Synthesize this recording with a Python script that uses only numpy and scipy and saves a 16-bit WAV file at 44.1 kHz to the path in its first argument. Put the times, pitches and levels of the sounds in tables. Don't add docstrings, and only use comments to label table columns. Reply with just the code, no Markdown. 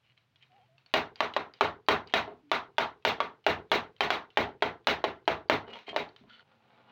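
import sys
import numpy as np
from scipy import signal
from scipy.fft import rfft, irfft, next_fast_len
from scipy.io import wavfile
from scipy.ndimage import uniform_filter1d, map_coordinates

SR = 44100
rng = np.random.default_rng(int(sys.argv[2]) if len(sys.argv) > 2 else 0)


def unload_wav(signal):
    wavfile.write(
        sys.argv[1],
        SR,
        np.round(np.clip(np.atleast_2d(signal).T, -1, 1) * 32767).astype(np.int16),
    )


N = 304863
SIZE = SR // 2
T = np.arange(SIZE) / SR
IMPULSE = 1.0 * (T == 0)
BANDS_HZ = np.geomspace(60, 12000, 48)


def amp(db):
    return 10 ** (np.asarray(db) / 20)


def norm(x):
    return x / (np.linalg.norm(x) + 1e-12)


def along(points, hz):
    knots_hz, values = np.transpose(points)
    return np.interp(np.log(hz + 1), np.log(knots_hz + 1), values)


def hump(centre_hz, octaves):
    return np.exp(-(np.log2(BANDS_HZ / centre_hz) / octaves) ** 2)


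def add(track, start_s, sound):
    part = track[round(start_s * SR):][:len(sound)]
    part += sound[:len(part)]


def envelope(times_s, levels_db):
    db = np.interp(np.arange(N) / SR, times_s, levels_db, left=-120, right=-120)
    return uniform_filter1d(amp(db), size=500)


def wobble(rate_hz):
    knots = rng.standard_normal(int(N * rate_hz / SR) + 4)
    return map_coordinates(knots, [np.arange(N) * rate_hz / SR])


def coloured(x, spectrum):
    m = 2 ** 15
    cepstrum = irfft(np.log(amp(along(spectrum, np.fft.rfftfreq(m, 1 / SR)))))
    cepstrum[1:m // 2] *= 2
    cepstrum[m // 2 + 1:] = 0
    return irfft(rfft(x, m) * np.exp(rfft(cepstrum)))[:SIZE]


def noise(spectrum, excitation):
    m = next_fast_len(N)
    gain = amp(along(spectrum, np.fft.rfftfreq(m, 1 / SR)))
    x = irfft(rfft(excitation, m) * gain, m)[:N]
    return x / x.std()


# frequency_hz, level_db
AMBIENT_SPECTRUM = [(25, -30.5), (70, -7.5), (125, 11), (190, -6), (400, -11.5), (1200, -12.5), (3000, -14),
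                    (4500, -20.5), (8000, -34), (13000, -37.5), (15200, -34.5)]
# start_s, end_s, pitch_hz, level_db
FAINT_TONES = [(0.483, 0.67, 770, -62.5), (0.668, 0.785, 662, -69), (2.419, 2.517, 289, -59.5)]

def background(noise_db=-73, waver=0.042):
    out = amp(noise_db + 0.73 * wobble(3.1)) * noise(AMBIENT_SPECTRUM, rng.standard_normal(N))
    for start_s, end_s, pitch_hz, level_db in FAINT_TONES:
        count = int((end_s - start_s) * SR)
        phase = 2 * np.pi * np.cumsum(pitch_hz * (1 + waver * wobble(31)[:count])) / SR
        add(out, start_s, amp(level_db) * np.sin(phase) * signal.windows.tukey(count, .5))
    return out


# frequency_hz, t60_s
REVERB_TIMES = [(80, 0.7), (300, 0.13), (900, 0.29), (1500, 0.26), (2500, 0.2), (4000, 0.21), (12000, 0.15)]
# frequency_hz, level_db
REVERB_SPECTRUM = [(60, 12.5), (200, 8), (700, 1.5), (4000, -3), (12000, -5)]

def reverberation(build_s=0.011, hold_s=0.041, patchy_db=3, late_s=.11, late_db_per_s=70):
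    hz, t, spectra = signal.stft(rng.standard_normal(SIZE), SR, nperseg=256)
    fade_db = -60 * np.maximum(t - hold_s, 0) / along(REVERB_TIMES, hz)[:, None]
    fade_db -= late_db_per_s * np.maximum(t - late_s, 0)
    patches = uniform_filter1d(rng.standard_normal(spectra.shape), size=2, axis=0)
    patches = uniform_filter1d(patches, size=7, axis=1)
    gain_db = fade_db + along(REVERB_SPECTRUM, hz)[:, None] + patchy_db * patches / patches.std()
    echoes = signal.istft(spectra * amp(gain_db), SR, nperseg=256)[1][:SIZE]
    return norm(echoes * (1 - np.exp(-(T / build_s) ** 2)))


# delay_ms, gain_ratio
REFLECTIONS = [(1.3, 0.17), (3.4, 0.37), (7.6, 0.27)]

def early_reflections(x, cutoff_hz=3000):
    echo = signal.lfilter(*signal.butter(1, cutoff_hz, fs=SR), x)
    out = x.copy()
    for delay_ms, gain in REFLECTIONS:
        add(out, delay_ms * 1e-3 * rng.uniform(.85, 1.15), gain * echo)
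    return out


# pitch_hz, level_db, t60_s
SHELL_MODES = [(235, -5, 0.095), (418.2, 6.5, 0.082), (627, 7.5, 0.039), (694.4, -6.5, 0.08),
               (918, 3, 0.057), (1084.4, -3, 0.11), (1510, -18.5, 0.013)]
PANEL_MODES = [(1900, -6.5, .02), (2300, -2, 0.014), (3050, -5.5, 0.0057), (2995, 5, 0.1),
               (3840, -3.5, 0.04), (3950, -11.5, 0.015), (4314, -0.5, 0.042)]
CAVITY_MODES = [(835, 0, .07)]

def ring(modes, scatter_db=0, detune=0):
    hz, db, t60_s = np.transpose(modes)[:, :, None]
    strength, pitch = rng.standard_normal((2, len(modes), 1))
    decay = amp(db + scatter_db * strength - 60 * T / t60_s)
    return norm(np.sum(decay * np.cos(2 * np.pi * hz * (1 + detune * pitch) * T), axis=0))


def friction(modes, spectrum, reverb, ring_db, room_db, slips_per_s, clump_db, detune=0):
    slips = (rng.random(N) < slips_per_s / SR) * rng.standard_normal(N) * amp(clump_db * wobble(65))
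    body = IMPULSE + amp(ring_db) * ring(modes, scatter_db=1, detune=detune)
    response = signal.fftconvolve(body, IMPULSE + amp(room_db) * reverb)
    return noise(spectrum, signal.fftconvolve(slips, response)[:N])


def moving_contact(modes, spectrum, reverb, ring_db, detune, swap_db=7, swap_hz=18):
    spots = np.array([friction(modes, spectrum, reverb, ring_db, room_db=-5.5, slips_per_s=130,
                               clump_db=2, detune=detune) for _ in range(4)])
    weights = amp(swap_db * np.array([wobble(swap_hz) for _ in spots]))
    return np.sum(spots * weights, axis=0) / np.linalg.norm(weights, axis=0)


# frequency_hz, level_db
SCRAPE_SPECTRUM = [(50, -60), (160, -31), (230, -7.5), (330, -17), (430, -11.5), (540, -11), (820, -7.5),
                   (1080, -10), (1400, -10.5), (2000, -17.5), (3500, -18), (5000, -33.5), (9000, -76)]
SKIN_SPECTRUM = [(100, -53.5), (900, -23), (1400, -13.5), (2000, -1), (2700, -0.5), (3400, -11.5),
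                 (4400, -12), (5000, -20.5), (8000, -35), (12000, -63.5)]
# pitch_hz, level_db, t60_s
SQUEAK_MODES = [(1400, 8, 0.044), (3100, -0.5, 0.041), (3370, -2, 0.058), (3870, -6, .05),
                (4400, -2.5, .05)]
# time_s, level_db
GRIP_LEVELS = [(6.286, -67), (6.3, -58), (6.33, -59), (6.35, -53.5), (6.395, -55.5), (6.435, -76.5)]
SLIDE_LEVELS = [(6.45, -73), (6.522, -66), (6.57, -72), (6.814, -60), (6.834, -63.5), (6.91, -53)]
# start_s, length_s, rim_db, fingers_db
RUBS = [(0.044, 0.078, -78, -65), (0.174, 0.0079, -96, -59), (0.413, 0.028, -92, -60.5),
        (0.512, 0.16, -71.5, -68.5), (1.166, 0.039, -64, -61.5), (1.548, .035, -71, -58),
        (2.073, .045, -60.5, -55.5), (5.679, 0.1, -49, -50.5), (5.875, 0.037, -54, -41.5),
        (6.274, 0.15, -65.5, -67.5)]

def rubbing(reverb, attack_s=0.015, release_s=0.037):
    table = friction(CAVITY_MODES, SCRAPE_SPECTRUM, reverb, ring_db=-22, room_db=0.5,
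                     slips_per_s=500, clump_db=3)
    fingers = moving_contact(PANEL_MODES, SKIN_SPECTRUM, reverb, ring_db=-6.5, detune=0.035)
    rim = moving_contact(SHELL_MODES, SCRAPE_SPECTRUM, reverb, ring_db=-14, detune=0.12)
    squeak = moving_contact(SQUEAK_MODES, SKIN_SPECTRUM, reverb, ring_db=12.5, detune=0.022)
    out = envelope(*np.transpose(SLIDE_LEVELS)) * (table + amp(-15) * fingers)
    out += envelope(*np.transpose(GRIP_LEVELS)) * squeak
    for start_s, length_s, rim_db, fingers_db in RUBS:
        end_s = start_s + length_s
        stroke = envelope([start_s - attack_s, start_s, end_s, end_s + release_s], [-30, 0, -1, -30])
        out += stroke * (amp(rim_db - 2) * rim + amp(fingers_db - 4) * fingers)
    return out


def chatter(t60_s):
    return norm(rng.standard_normal(SIZE) * amp(-60 * T / t60_s))


# frequency_hz, level_db
CLACK_SPECTRUM = [(25, -41), (60, -25.5), (130, -21), (200, -17.5), (250, -8.5), (420, -3.5), (520, -4),
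                  (720, 2.5), (1200, 0), (2000, -2), (3900, -5), (4900, -18), (6500, -26), (8000, -41),
                  (13300, -46.5), (15000, -32.5), (16000, -37)]

def clack(ringing, reverb, room_db, spread, push_db=-3.5, contact_hz=6000):
    push = signal.lfilter(*signal.butter(1, contact_hz, fs=SR), IMPULSE)
    crack = chatter(t60_s=0.024)
    direct = early_reflections(amp(push_db) * push + ringing + amp(-2) * (crack + chatter(t60_s=0.048)))
    room = reverb + 0.84 * reverberation()
    far = signal.fftconvolve(IMPULSE + spread * ringing, room)[:SIZE]
    return norm(coloured(direct, CLACK_SPECTRUM)) + amp(room_db) * norm(coloured(far, CLACK_SPECTRUM))


def touch(ringing, reverb, tone_db, room_db):
    return norm(coloured(clack(ringing, reverb, room_db, spread=0.084), np.c_[BANDS_HZ, tone_db]))


# start_s, level_db, slope_db_per_octave
RIM_BUMPS = [(2.278, -11, -5.5), (2.289, -17, -9), (5.645, -19.5, -8.5), (5.679, -20.5, -9),
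             (5.757, -17.5, 1), (5.882, -13.5, -8.5), (5.931, -14, -6.5), (5.944, -15.5, 0),
             (6.211, -26.5, -31), (6.238, -34.5, -2.5)]

def rim_bumps(reverb, gain_db=1, corner_hz=250):
    out = np.zeros(N)
    octaves = np.log2(np.maximum(BANDS_HZ / corner_hz, 1))
    for start_s, level_db, slope in RIM_BUMPS:
        ringing = amp(4) * ring(SHELL_MODES, scatter_db=6, detune=0.03)
        ringing += amp(-2) * ring(PANEL_MODES, scatter_db=3, detune=0.12)
        add(out, start_s, amp(gain_db + level_db) * touch(ringing, reverb, slope * octaves, room_db=-4))
    return out


# start_s, level_db, pitch_hz
NAIL_TICKS = [(.177, -37, 3100), (.359, -36.5, 3300), (.426, -32.5, 3100), (.781, -35, 2700),
              (.862, -32.5, 4400), (1.158, -24.5, 4700), (1.338, -16, 3000), (1.538, -27, 4800),
              (2.074, -27, 4700), (2.125, -25.5, 3210), (3.442, -33.5, 3000), (3.965, -35, 3100),
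              (4.304, -33, 3000), (5.735, -19, 3000), (5.789, -24.5, 2500), (6.09, -34.5, 4400),
              (6.163, -27.5, 3050)]

def nail_ticks(reverb, gain_db=1, peak_hz=6000, db_per_octave=4, spot_t60_s=.022):
    out = np.zeros(N)
    tone_db = -db_per_octave * np.abs(np.log2(BANDS_HZ / peak_hz))
    grip_ticks = [(tap_s - rng.uniform(0.013, 0.027), -41.5, rng.uniform(2400, 4700))
                  for tap_s, *_ in STOVE_TAPS]
    for start_s, level_db, pitch_hz in list(NAIL_TICKS) + grip_ticks:
        spot_db = -9 - along(CLACK_SPECTRUM, pitch_hz)
        ringing = amp(spot_db) * ring([(pitch_hz, 0, spot_t60_s)])
        ringing += amp(-8) * ring(PANEL_MODES, scatter_db=9, detune=0.06)
        add(out, start_s, amp(gain_db + level_db) * touch(ringing, reverb, tone_db, room_db=-3))
    return out


# pitch_hz, level_db, t60_s
ROOM_MODES = [(74.5, -8, 0.3), (100.2, -6, 0.29), (160.9, -3, 0.23), (251.6, -1, 0.19)]

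def room_boom(swell_s=0.046):
    return norm(ring(ROOM_MODES, scatter_db=2, detune=0.036) * (1 - np.exp(-(T / swell_s) ** 2)))


def blend(flatness, edge, flat):
    return edge + flatness * (flat - edge)


# time_s, level_db
CAVITY_LEVELS = [(.9, -33.5), (4.1, -31.5), (4.37, -13), (4.62, -28.5), (5.04, -19.5), (5.5, -25),
                 (5.96, -13.5)]
# frequency_hz, gain_db
EDGE_SPECTRUM = [(110, -2), (400, -2), (730, -0.65), (1900, 1.14), (3800, 0.5), (9000, 6)]
FLAT_SPECTRUM = [(110, -2), (400, 6), (730, 0), (1900, 0.2), (3800, -5.5), (9000, -3.5)]
# start_s, strength_db, flatness_ratio, knock_db
STOVE_TAPS = [(0.9396, 0.8, 0.33, -1.4), (1.2056, -2.0, 0.4, 3.5), (1.3645, -3, 0.79, 4),
              (1.6099, 0.96, 0.62, 3), (1.886, 2, 0.44, 1.5), (2.1386, 0.44, 0.25, -1.4),
              (2.5162, -2.1, 0.16, 4), (2.783, -1.16, 0.25, 3), (3.051, 0.1, 0.13, -3.3),
              (3.2039, -4, 0.6, 4.5), (3.4654, 1.93, 0.56, -2.1), (3.7168, 0.9, 0.22, -2.3),
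              (4.0073, -0.5, 0.3, -3), (4.1045, -2.6, 0.14, 2), (4.3728, 2.24, 0.72, -4),
              (4.6233, 0, 0.76, -0.3), (4.8716, 0.5, 0.2, -3), (5.041, -1, 0.9, -2), (5.2781, 0.5, 0.71, 0),
              (5.4983, 1.68, 0.53, 0), (5.9629, -1.67, 0.5, -5)]

def stove_taps(reverb, gain_db=6, boom_db=-19, rebound_s=.0055, rebound_db=-5):
    out = np.zeros(N)
    for start_s, strength_db, flatness, knock_db in STOVE_TAPS:
        shell_db = blend(flatness, edge=-14, flat=-7)
        cavity_db = np.interp(start_s, *np.transpose(CAVITY_LEVELS))
        ringing = amp(shell_db) * ring(SHELL_MODES, scatter_db=0.5, detune=0.024)
        ringing += amp(-13) * ring(PANEL_MODES, scatter_db=4.5, detune=.12)
        ringing += amp(cavity_db) * ring(CAVITY_MODES, detune=.02)
        room_db = blend(flatness, edge=3, flat=-7) + .9 * strength_db
        sound = clack(ringing, reverb, room_db, spread=0.22, push_db=blend(flatness, edge=-2, flat=-7))
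        delay_s = rebound_s * rng.uniform(.6, 1.4)
        rebound = clack(ringing, reverb, room_db, spread=0.12)
        add(sound, delay_s, flatness ** 2 * amp(rebound_db) * rebound)
        sound += amp(boom_db) * room_boom()
        tone_db = blend(flatness, along(EDGE_SPECTRUM, BANDS_HZ), along(FLAT_SPECTRUM, BANDS_HZ))
        tone_db += knock_db * hump(1165, octaves=.45)
        tone_db += 2.5 * strength_db * hump(100, octaves=.83)
        tone_db += .8 * strength_db * hump(12000, octaves=.8)
        add(out, start_s, amp(gain_db + strength_db) * coloured(sound, np.c_[BANDS_HZ, tone_db]))
    return out


def scene():
    reverb = reverberation()
    contacts = stove_taps(reverb) + nail_ticks(reverb) + rim_bumps(reverb)
    return (contacts + rubbing(reverb) + background())[None]


def record(dry, limit_hz=16150, taper_hz=240):
    m = next_fast_len(N + SIZE)
    passband = np.clip((limit_hz - np.fft.rfftfreq(m, 1 / SR)) / taper_hz, 0, 1)
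    return irfft(rfft(dry, m) * np.sin(np.pi / 2 * passband) ** 2, m)[:, :N]


dry = scene()
out = record(dry)
unload_wav(out)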